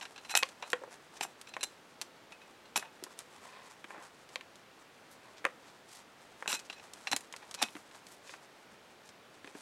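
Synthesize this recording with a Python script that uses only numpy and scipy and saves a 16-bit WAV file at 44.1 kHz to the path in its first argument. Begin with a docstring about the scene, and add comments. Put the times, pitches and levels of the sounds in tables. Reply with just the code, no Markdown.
"""Outdoors beside a woodpile, a kneeling person trims thin dry branches with a steel billhook.
The blade bites, rings and tears: filtered cracks, damped modes and swelling showers of fractures.
Twigs snap as short band-limited cracks; cut sticks clatter on the logs with clack, ring and thud.
Gloves, jacket and dry leaves rustle as grain noise over a distant hush of shaped noise."""
import sys
import numpy as np
from scipy import signal
from scipy.fft import rfft, irfft, next_fast_len
from scipy.io import wavfile
from scipy.ndimage import map_coordinates

SR = 44100
rng = np.random.default_rng(int(sys.argv[2]) if len(sys.argv) > 2 else 0)


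def unload_wav(signal):
    """Save mono or channel-first audio to the path in sys.argv[1] as 16-bit WAV at rate SR, clipped to [-1, 1]."""
    wavfile.write(
        sys.argv[1],
        SR,
        np.round(np.clip(np.atleast_2d(signal).T, -1, 1) * 32767).astype(np.int16),
    )


N = 423801
T = np.arange(SR // 3) / SR  # time within one hit, s
HZ = np.fft.rfftfreq(len(T), 1 / SR)

# All event levels below are relative: scene() adds a common offset to each layer.
# Chops, each entering, tearing through and breaking out of a branch:
# [start_s, through_s, entry_db, entry_hz, tear_db, exit_db, exit_hz, exit_thud_db, ring_db,
#  place (0 mid-blade, 1 near the hook)]
CHOP_EVENTS = [(.3519, .0224, -19.5, 2970, -26.5, -21, 5000, -49, -25, 0),
               (1.2092, 0.041, -29, 2600, -36, -40.5, 1500, -47, -57, .6),
               (1.6304, 0.0071, -32.5, 4000, -31.5, -31.5, 4500, -47, -39, 0.88),
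               (2.7593, 0.017, -26, 2600, -27.5, -31.5, 5600, -38, -31, .3),
               (6.4773, .0512, -28, 3200, -34.5, -29, 2900, -38, -39, 0.6),
               (7.1151, .0161, -31, 3850, -35.5, -25.5, 2390, -40, -38, 1),
               (7.617, 0.0094, -31.5, 1910, -28, -23, 3000, -32.5, -39, 0.4)]
# Natural modes of a cut stick: [mode_hz, level_db, t60_s]
STICK_MODES = [(539, -3, 0.083), (790, -31, 0.021), (1080, 11.5, 0.035), (1500, -24, .04),
               (1875, -8.5, 0.057), (2070, -1.5, 0.052), (2600, 0, 0.034)]


def amp(db):
    """Logarithmic level: decibels to amplitude gain."""
    return 10 ** (np.asarray(db) / 20)


def unit(x):
    """Normalisation of mean power: scale to rms 1."""
    return x / np.sqrt(np.mean(x ** 2) + 1e-20)


def blow(x):
    """Normalisation of impact energy: scale a hit to the energy of 5 ms at rms 1."""
    return x * np.sqrt(.005 * SR / (np.sum(x ** 2) + 1e-20))


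def fade(t60):
    """Exponential damping: the amplitude falls by 60 dB in t60 seconds."""
    return np.exp(-np.log(1000) * T / max(t60, 1e-4))


def along(points, hz):
    """Logarithmic frequency scale: interpolate (Hz, value) points on it."""
    f, v = np.transpose(points)
    return np.interp(np.log(hz + 1), np.log(f + 1), v)


def around(hz, span):
    """Proportional bandwidth: limits a factor of span below and above a pitch."""
    return hz / span, hz * span


def add(track, s, x):
    """Superposition: mix x into the track from time s."""
    start = max(round(s * SR), 0)
    track[start:start + len(x)] += x[:max(N - start, 0)]


def band(x, low_hz, high_hz):
    """Causal band-pass: size sets the lowest pitch, sharpness of contact the highest."""
    low = signal.butter(2, np.clip(low_hz, 20, SR / 3), 'high', fs=SR, output='sos')
    high = signal.butter(3, np.clip(high_hz, 200, SR / 2.2), fs=SR, output='sos')
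    return signal.sosfilt(np.vstack([low, high]), x)


def colour(x, points):
    """Spectral shaping: weight a long noise by frequency."""
    m = next_fast_len(N + SR // 4)
    gain = amp(along(points, np.fft.rfftfreq(m, 1 / SR)))
    return irfft(rfft(x, m) * gain, m)[:N]


def wobble(rate, size=N):
    """Slow random fluctuation: a smooth curve through rate random knots a second."""
    knots = rng.standard_normal(int(size * rate / SR) + 4)
    return map_coordinates(knots, [np.arange(size) * rate / SR])


def fibres(rate, spread_db, size):
    """Random impulse process: rate tiny fractures a second, of uneven strength, at rms 1."""
    present = rng.random(size) < rate / SR
    strength = amp(spread_db * np.clip(rng.standard_normal(size), -2, 2))
    sign = np.sign(rng.standard_normal(size))
    return unit(present * strength * sign)


def crack(t60, splinter):
    """Brittle fracture: one sharp impulse, then a dying shower of splinters."""
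    shower = blow(fibres(rate=14000, spread_db=2, size=len(T)) * fade(t60))
    impulse = blow(1. * (T == 0))
    return impulse + splinter * shower


def ring(hz, db, t60):
    """Modal superposition: damped sines, at slightly new strengths for each blow."""
    levels = db + rng.standard_normal(len(hz))
    return sum(amp(g) * np.sin(2 * np.pi * f * T) * fade(d) for f, g, d in zip(hz, levels, t60))


def stroke(rise, fall, low_hz, high_hz, rate, spread_db, clump_db):
    """Granular friction: grains swell to a crest, two rise times after the start, and die away."""
    t = np.arange(-2 * rise, 2 * fall, 1 / SR)
    swell = np.exp(-2 * (t / np.where(t < 0, rise, fall)) ** 2)
    # the stroke catches and slips, so the grains come in clumps
    clumps = amp(clump_db * np.clip(wobble(rate=160, size=2 * SR), -2, 2))
    grains = band(clumps * fibres(rate, spread_db, size=2 * SR), low_hz, high_hz)[:len(t)]
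    return unit(swell * grains) * np.sqrt(np.mean(swell ** 2))


def thud(hz, t60, rattle):
    """Low-frequency impact: a heavy piece of wood makes one damped swing and a dull rattle."""
    swing = blow(np.sin(2 * np.pi * hz * T) * fade(t60))
    dull = blow(band(crack(t60, splinter=3.6), hz / 2, hz * 2))
    return blow(band(swing + rattle * dull, hz * 0.66, hz * 4))


def background(level_db):
    """Incoherent summation: far wind and roads merge into a soft, slowly wavering hush."""
    # Spectrum of the distant hush: [frequency_hz, relative density_db per Hz]
    air_spectrum = [(12, -48), (20, -16.5), (65, -18.5), (86, -10), (228, -3), (422, -2), (459, -2),
                    (513, -2.5), (759, -3.5), (873, -4), (976, -6), (1370, -6), (3630, -13), (5680, -19),
                    (16000, -33)]
    hush = unit(colour(rng.standard_normal(N), air_spectrum))
    return amp(level_db + 0.25 * wobble(2.02)) * hush


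def woods(x):
    """Diffuse scattering: ground, logs and trunks send back a short, faint tail."""
    # Decay of the scattered sound: [frequency_hz, t60_s]
    scatter_decay = [(150, 0.29), (1000, 0.22), (4000, 0.19), (14000, 0.2)]
    hz, t, z = signal.stft(rng.standard_normal(SR // 2), SR, nperseg=256)
    decay = np.exp(-np.log(1000) * t / along(scatter_decay, hz)[:, None])
    tail = signal.istft(z * decay, SR, nperseg=256)[1]
    tail = np.pad(tail / np.linalg.norm(tail), (SR // 220, 0))  # begins after about 4.5 ms
    return signal.fftconvolve(x, tail)[:N]


def leaf_litter(level_db):
    """Random micro-fracture: dry litter underfoot crackles as it is stirred."""
    # Course of the stirring: [time_s, level_db]
    stir_course = [(0.0, -58.5), (2.81, -72.5), (3.32, -59), (4.68, -69.5), (7.39, -59), (9.21, -72.5),
                   (9.61, -55.5)]
    # Spectrum of the crackle: [frequency_hz, relative density_db per Hz]
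    litter_spectrum = [(200, -11), (900, 12), (3000, -1), (8000, 0.5), (12000, -10.5), (16000, -49)]
    stir_db = np.interp(np.arange(N) / SR, *np.transpose(stir_course))
    crackle = unit(colour(fibres(rate=3000, spread_db=8, size=N), litter_spectrum))
    return amp(stir_db + level_db + 4.8 * wobble(25)) * crackle


def brushes(brush_db, rub_db):
    """Friction and resonance: gloves and sleeves brush twigs and leaves, and the wood answers."""
    # Brushing strokes: [crest_s, swell_s, level_db, pitch_hz]
    brush_events = [(1.172, 0.016, -50, 3300), (3.55, 0.22, -57, 1500), (3.975, 0.098, -54, 950),
                    (5.124, 0.026, -58.5, 5500), (5.27, .09, -63, 1500), (5.382, 0.018, -53.5, 2700),
                    (5.67, .08, -64, 2600), (5.94, 0.073, -53.5, 4200), (6.658, 0.016, -56, 3580),
                    (7.431, .023, -53, 1500), (7.74, .11, -60.5, 4870), (8.12, .085, -59, 4900),
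                    (8.305, 0.065, -52.5, 3450), (9.07, 0.045, -61, 3900), (9.588, .03, -59, 4730)]
    out = np.zeros(N)
    for s, swell, db, hz in brush_events:
        low_hz, high_hz = around(hz, span=2.13)
        grains = stroke(swell, swell, low_hz, high_hz, rate=4400, spread_db=6, clump_db=2.5)
        brush = amp(db + brush_db) * grains
        stick = ring(*np.transpose(STICK_MODES)) * fade(t60=.025)  # the glove damps the stick
        answer = signal.fftconvolve(brush, stick / np.linalg.norm(stick))
        add(out, s - 2 * swell, brush)
        add(out, s - 2 * swell, amp(rub_db) * answer)
    return out


def snaps(snap_db, quiver_db):
    """Brittle failure: a dry twig breaks in one click and quivers for a moment."""
    # Breaking twigs and fibres: [start_s, level_db, lowest_hz]
    snap_events = [(.455, -53, 1080), (0.4894, -47, 1140), (.7024, -42, 3300), (1.4143, -45, 2600),
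                   (2.0145, -34.5, 2190), (2.019, -37.5, 2600), (2.7954, -41, 730), (3.0385, -38, 3620),
                   (3.1903, -40.5, 3300), (4.2909, -53.5, 1080), (4.5568, -54, 1610), (6.5192, -36, 2160),
                   (6.5415, -36, 1640), (6.5927, -45.5, 1910), (6.598, -45.5, 1300), (6.9355, -43.5, 2680),
                   (7.1637, -28, 3500), (7.208, -50, 3500), (7.326, -44, 1840), (7.3639, -43, 1610),
                   (7.512, -43, 1800), (7.5422, -39.5, 1300), (7.5475, -37, 1390), (7.6272, -33, 5000),
                   (8.068, -50, 1410), (9.091, -51, 1100)]
    out = np.zeros(N)
    for s, db, low_hz in snap_events:
        high_hz = 6800 + .8 * low_hz
        t60 = 48 / low_hz  # decay in cycles of the lowest pitch: thin twigs are high and short
        click = blow(band(crack(t60, splinter=1.0), low_hz, high_hz))
        quiver = blow(band(crack(t60=0.044, splinter=11.0), low_hz * 0.083, high_hz))
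        add(out, s, amp(db + snap_db) * click)
        add(out, s, amp(db + quiver_db) * quiver)
    return out


def knocks(clack_db, stick_db, pile_db, detune):
    """Impact excitation: each stick clacks, rings at its own pitch and thumps what it lands on."""
    # Sticks knocking on the pile, the blade and each other:
    # [start_s, level_db, pitch_hz, thud_db, thud_hz]
    knock_events = [(0.3404, -34, 1100, -54, 605), (0.4272, -29, 1980, -33.5, 528),
                    (.432, -23, 2650, -43, 545), (0.6269, -37, 1270, -42, 576),
                    (.7316, -23.5, 1650, -26, 494), (.756, -48, 1000, -46, 500),
                    (.8177, -60, 850, -41, 530), (.837, -42.5, 840, -43, 564), (.877, -62, 850, -45, 518),
                    (1.5668, -34, 1410, -45, 640), (2.8262, -40, 1450, -65, 530),
                    (3.0253, -57, 2000, -41.5, 374), (3.066, -49, 1200, -54, 400),
                    (3.843, -42, 1710, -49, 326), (3.9063, -41.5, 1280, -58, 350),
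                    (3.947, -47, 1100, -57, 330), (3.9792, -49.5, 1020, -48, 330),
                    (4.3578, -32, 2430, -41.5, 516), (4.4101, -44.5, 2340, -65, 530),
                    (5.4436, -39, 1550, -37.5, 543), (5.452, -21.5, 1620, -30, 543),
                    (5.4644, -36, 1410, -38, 505), (6.4252, -36.5, 1380, -65, 530),
                    (6.4594, -39, 1300, -62, 530), (7.136, -40, 1450, -36, 266),
                    (7.3391, -41, 1650, -68, 530), (7.637, -35, 2520, -42.5, 215),
                    (7.753, -46, 2120, -40, 303), (7.686, -48, 2400, -66, 530),
                    (7.766, -44.5, 1500, -60, 300), (7.912, -54.5, 2600, -70, 530),
                    (7.948, -53, 2880, -70, 530), (8.2941, -46, 2280, -50.5, 530),
                    (8.3386, -43, 1520, -66, 534), (9.445, -47, 2230, -46, 283),
                    (9.475, -46, 2020, -50, 402), (9.551, -49, 1550, -42, 290)]
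    out = np.zeros(N)
    hz, mode_db, mode_t60 = np.transpose(STICK_MODES)
    for s, db, pitch_hz, low_db, thud_hz in knock_events:
        low_hz, high_hz = around(pitch_hz, span=1.43)
        # 51 cycles of decay at a level of -40 dB; 26 dB harder is twice as crisp
        t60 = 51 / pitch_hz * .5 ** ((db + 40) / 26)
        contact = crack(t60, splinter=1.07)
        # blunt wood on wood, with a faint tick of bark on top
        clack = blow(band(contact, low_hz, high_hz)) + amp(-16) * blow(band(contact, high_hz, 7000))
        wood = ring(hz * (1 + detune * rng.standard_normal()), mode_db, mode_t60)
        add(out, s, amp(db + clack_db) * clack)
        add(out, s, amp(db + stick_db) * blow(band(wood, low_hz / 2, high_hz)))
        add(out, s, amp(low_db + pile_db) * thud(thud_hz, t60=0.062, rattle=0.45))
    return out


def blade(place):
    """Modal participation: the place of contact decides which steel modes speak."""
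    # Free blade modes: [mode_hz, mid_blade_db, near_hook_db, t60_s]
    steel_modes = [(1622, -24, -20, .12), (2556, 0, -11, .14), (4075, -29, 0, .12), (5650, -26, -13, .06),
                   (6124, -28, -14, .07), (7580, -17, -12, .07), (8366, -24, -22, .08),
                   (10341, -18, -19, .1), (10938, -23, -20, .15)]
    hz, middle_db, hook_db, t60 = np.transpose(steel_modes)
    return ring(hz, middle_db + np.clip(place, 0, 1) * (hook_db - middle_db), t60)


def in_hand(x):
    """Damped resonance: hand and wood broaden the blade's resonances; the energy is kept."""
    # Resonances of the gripped blade: [centre_hz, width_hz, gain_db]
    grip_resonances = [(814, 380, 22.5), (1600, 560, 9.5), (2700, 520, 13), (3900, 540, 9),
                       (5600, 670, 8.5), (6215, 310, 8), (7440, 610, 12), (8300, 730, 4.5),
                       (9870, 1340, 6.5), (12360, 3400, 12.5)]
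    gain = .5 + sum(amp(db) / (1 + (2 * (HZ - hz) / width) ** 2)
                    for hz, width, db in grip_resonances)
    # folding the cepstrum makes the response causal
    cepstrum = irfft(np.log(gain), len(T))
    cepstrum[1:] *= 2
    cepstrum[len(T) // 2:] = 0
    heard = signal.fftconvolve(x, irfft(np.exp(rfft(cepstrum))))
    return heard * np.linalg.norm(x) / np.linalg.norm(heard)


def slides():
    """Sliding contact: the edge travels through the branch in a chop, or sings along the bark."""
    # Scrapes along the bark:
    # [crest_s, swell_s, level_db, pitch_hz, singing_db, place (0 mid-blade, 1 near the hook)]
    scrape_events = [(.028, .016, -42.5, 2700, -55, .8), (.315, .024, -37.5, 3500, -41, .9),
                     (.39, .018, -37.5, 4400, -41, .2), (.648, 0.023, -47, 1600, -55, .9),
                     (.719, .008, -46, 4200, -66, .6), (1.49, .012, -52, 3500, -54, 1),
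                     (2.845, 0.051, -51, 1550, -62, .3), (6.538, .042, -35.5, 3500, -43, .85),
                     (6.775, .03, -57, 2400, -58, .55), (7.62, .055, -46, 2330, -48, 0.73)]
    for s, through, _, _, db, _, _, _, _, place in CHOP_EVENTS:
        crest_s = s + .6 * through
        rise = .55 * through
        fall = 0.43 * through + 0.011  # the last fibres hold on a little longer
        yield crest_s, rise, fall, db, *around(3500, span=2.58), db - 12.5, place
    for s, swell, db, hz, sing_db, place in scrape_events:
        yield s, swell, swell, db, *around(hz, span=2.3), sing_db, place


def cuts(tear_db, steel_db):
    """Forced vibration: fibres part one after another and keep the blade singing."""
    out = np.zeros(N)
    for s, rise, fall, db, low_hz, high_hz, sing_db, place in slides():
        tear = in_hand(stroke(rise, fall, low_hz, high_hz, rate=3600, spread_db=4.5, clump_db=3))
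        steel = signal.fftconvolve(tear, blade(place))
        steel *= np.linalg.norm(tear) / np.linalg.norm(steel)
        add(out, s - 2 * rise, amp(db + tear_db) * tear)
        add(out, s - 2 * rise, amp(sing_db + steel_db) * steel)
    return out


def contacts():
    """Impulsive contact: a chop cracks twice, going in and out; a tap without cutting, once."""
    # Taps on a twig: [start_s, level_db, ring_db, place (0 mid-blade, 1 near the hook)]
    tap_events = [(0.0117, -40, -57, .6), (.053, -41.5, -61, .9), (.1606, -46, -56, 1),
                  (0.179, -44.5, -55, .95), (.249, -46, -53, 1), (.295, -40, -49, 1),
                  (0.6244, -38.5, -55, .9), (1.4716, -48, -53, 0.9), (1.538, -41, -52, 1),
                  (1.609, -43, -35.5, .85), (2.3212, -46, -47.5, 0), (2.417, -54, -53, .05),
                  (2.656, -55, -58, 1), (6.5019, -33.5, -49, .8), (6.6989, -36.5, -52, 0.97),
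                  (6.7276, -44.5, -52, 1), (6.797, -50, -60, .6), (7.0716, -30, -42, 1),
                  (7.1239, -30, -42, .7), (7.636, -36, -46, .6)]
    bite_span, bite_t60_s, exit_t60_s = 1.92, 0.021, 0.01  # breaking out is crisper than biting in
    entry_thud_db = -39.5  # every entry jolts the branch equally
    for s, through, entry_db, entry_hz, _, exit_db, exit_hz, exit_thud_db, ring_db, place in CHOP_EVENTS:
        yield s, entry_db, *around(entry_hz, bite_span), bite_t60_s, entry_thud_db, ring_db, place
        # breaking out rings the steel a little less
        out_s, out_ring_db = s + through, ring_db - 1.5
        yield out_s, exit_db, *around(exit_hz, bite_span), exit_t60_s, exit_thud_db, out_ring_db, place
    for s, db, ring_db, place in tap_events:
        yield s, db, *around(2650, span=1.57), 0.048, db - 18.5, ring_db, place


def chops(bite_db, thud_db, steel_db):
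    """Impact excitation: the edge cracks into the wood, jolts the branch and rings the steel."""
    out = np.zeros(N)
    for s, db, low_hz, high_hz, t60, low_db, ring_db, place in contacts():
        bite = blow(in_hand(band(crack(t60, splinter=4.7), low_hz, high_hz)))
        add(out, s, amp(db + bite_db) * bite)
        add(out, s, amp(low_db + thud_db) * thud(hz=310, t60=0.048, rattle=3.6))
        add(out, s, amp(ring_db + steel_db) * blade(place))
    return out


def scene():
    """Superposition: all the work close by, its scattered tail and the background."""
    work = leaf_litter(level_db=-3.0) + brushes(brush_db=-1.0, rub_db=-9.5)
    work += snaps(snap_db=-2.5, quiver_db=-5.5)
    work += knocks(clack_db=0.0, stick_db=-8, pile_db=-2, detune=.008)
    work += cuts(tear_db=-2, steel_db=-2)
    work += chops(bite_db=-0.5, thud_db=-4.0, steel_db=-1.5)
    return (background(level_db=-58.63) + amp(-17.0) * woods(work) + work)[None]


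def record(dry):
    """Band limitation: the camera keeps only components below 15.9 kHz."""
    m = next_fast_len(N + SR // 4)
    kept = np.fft.rfftfreq(m, 1 / SR) < 15900
    return irfft(rfft(dry, m) * kept, m)[..., :N]


dry = scene()
out = record(dry)
unload_wav(out)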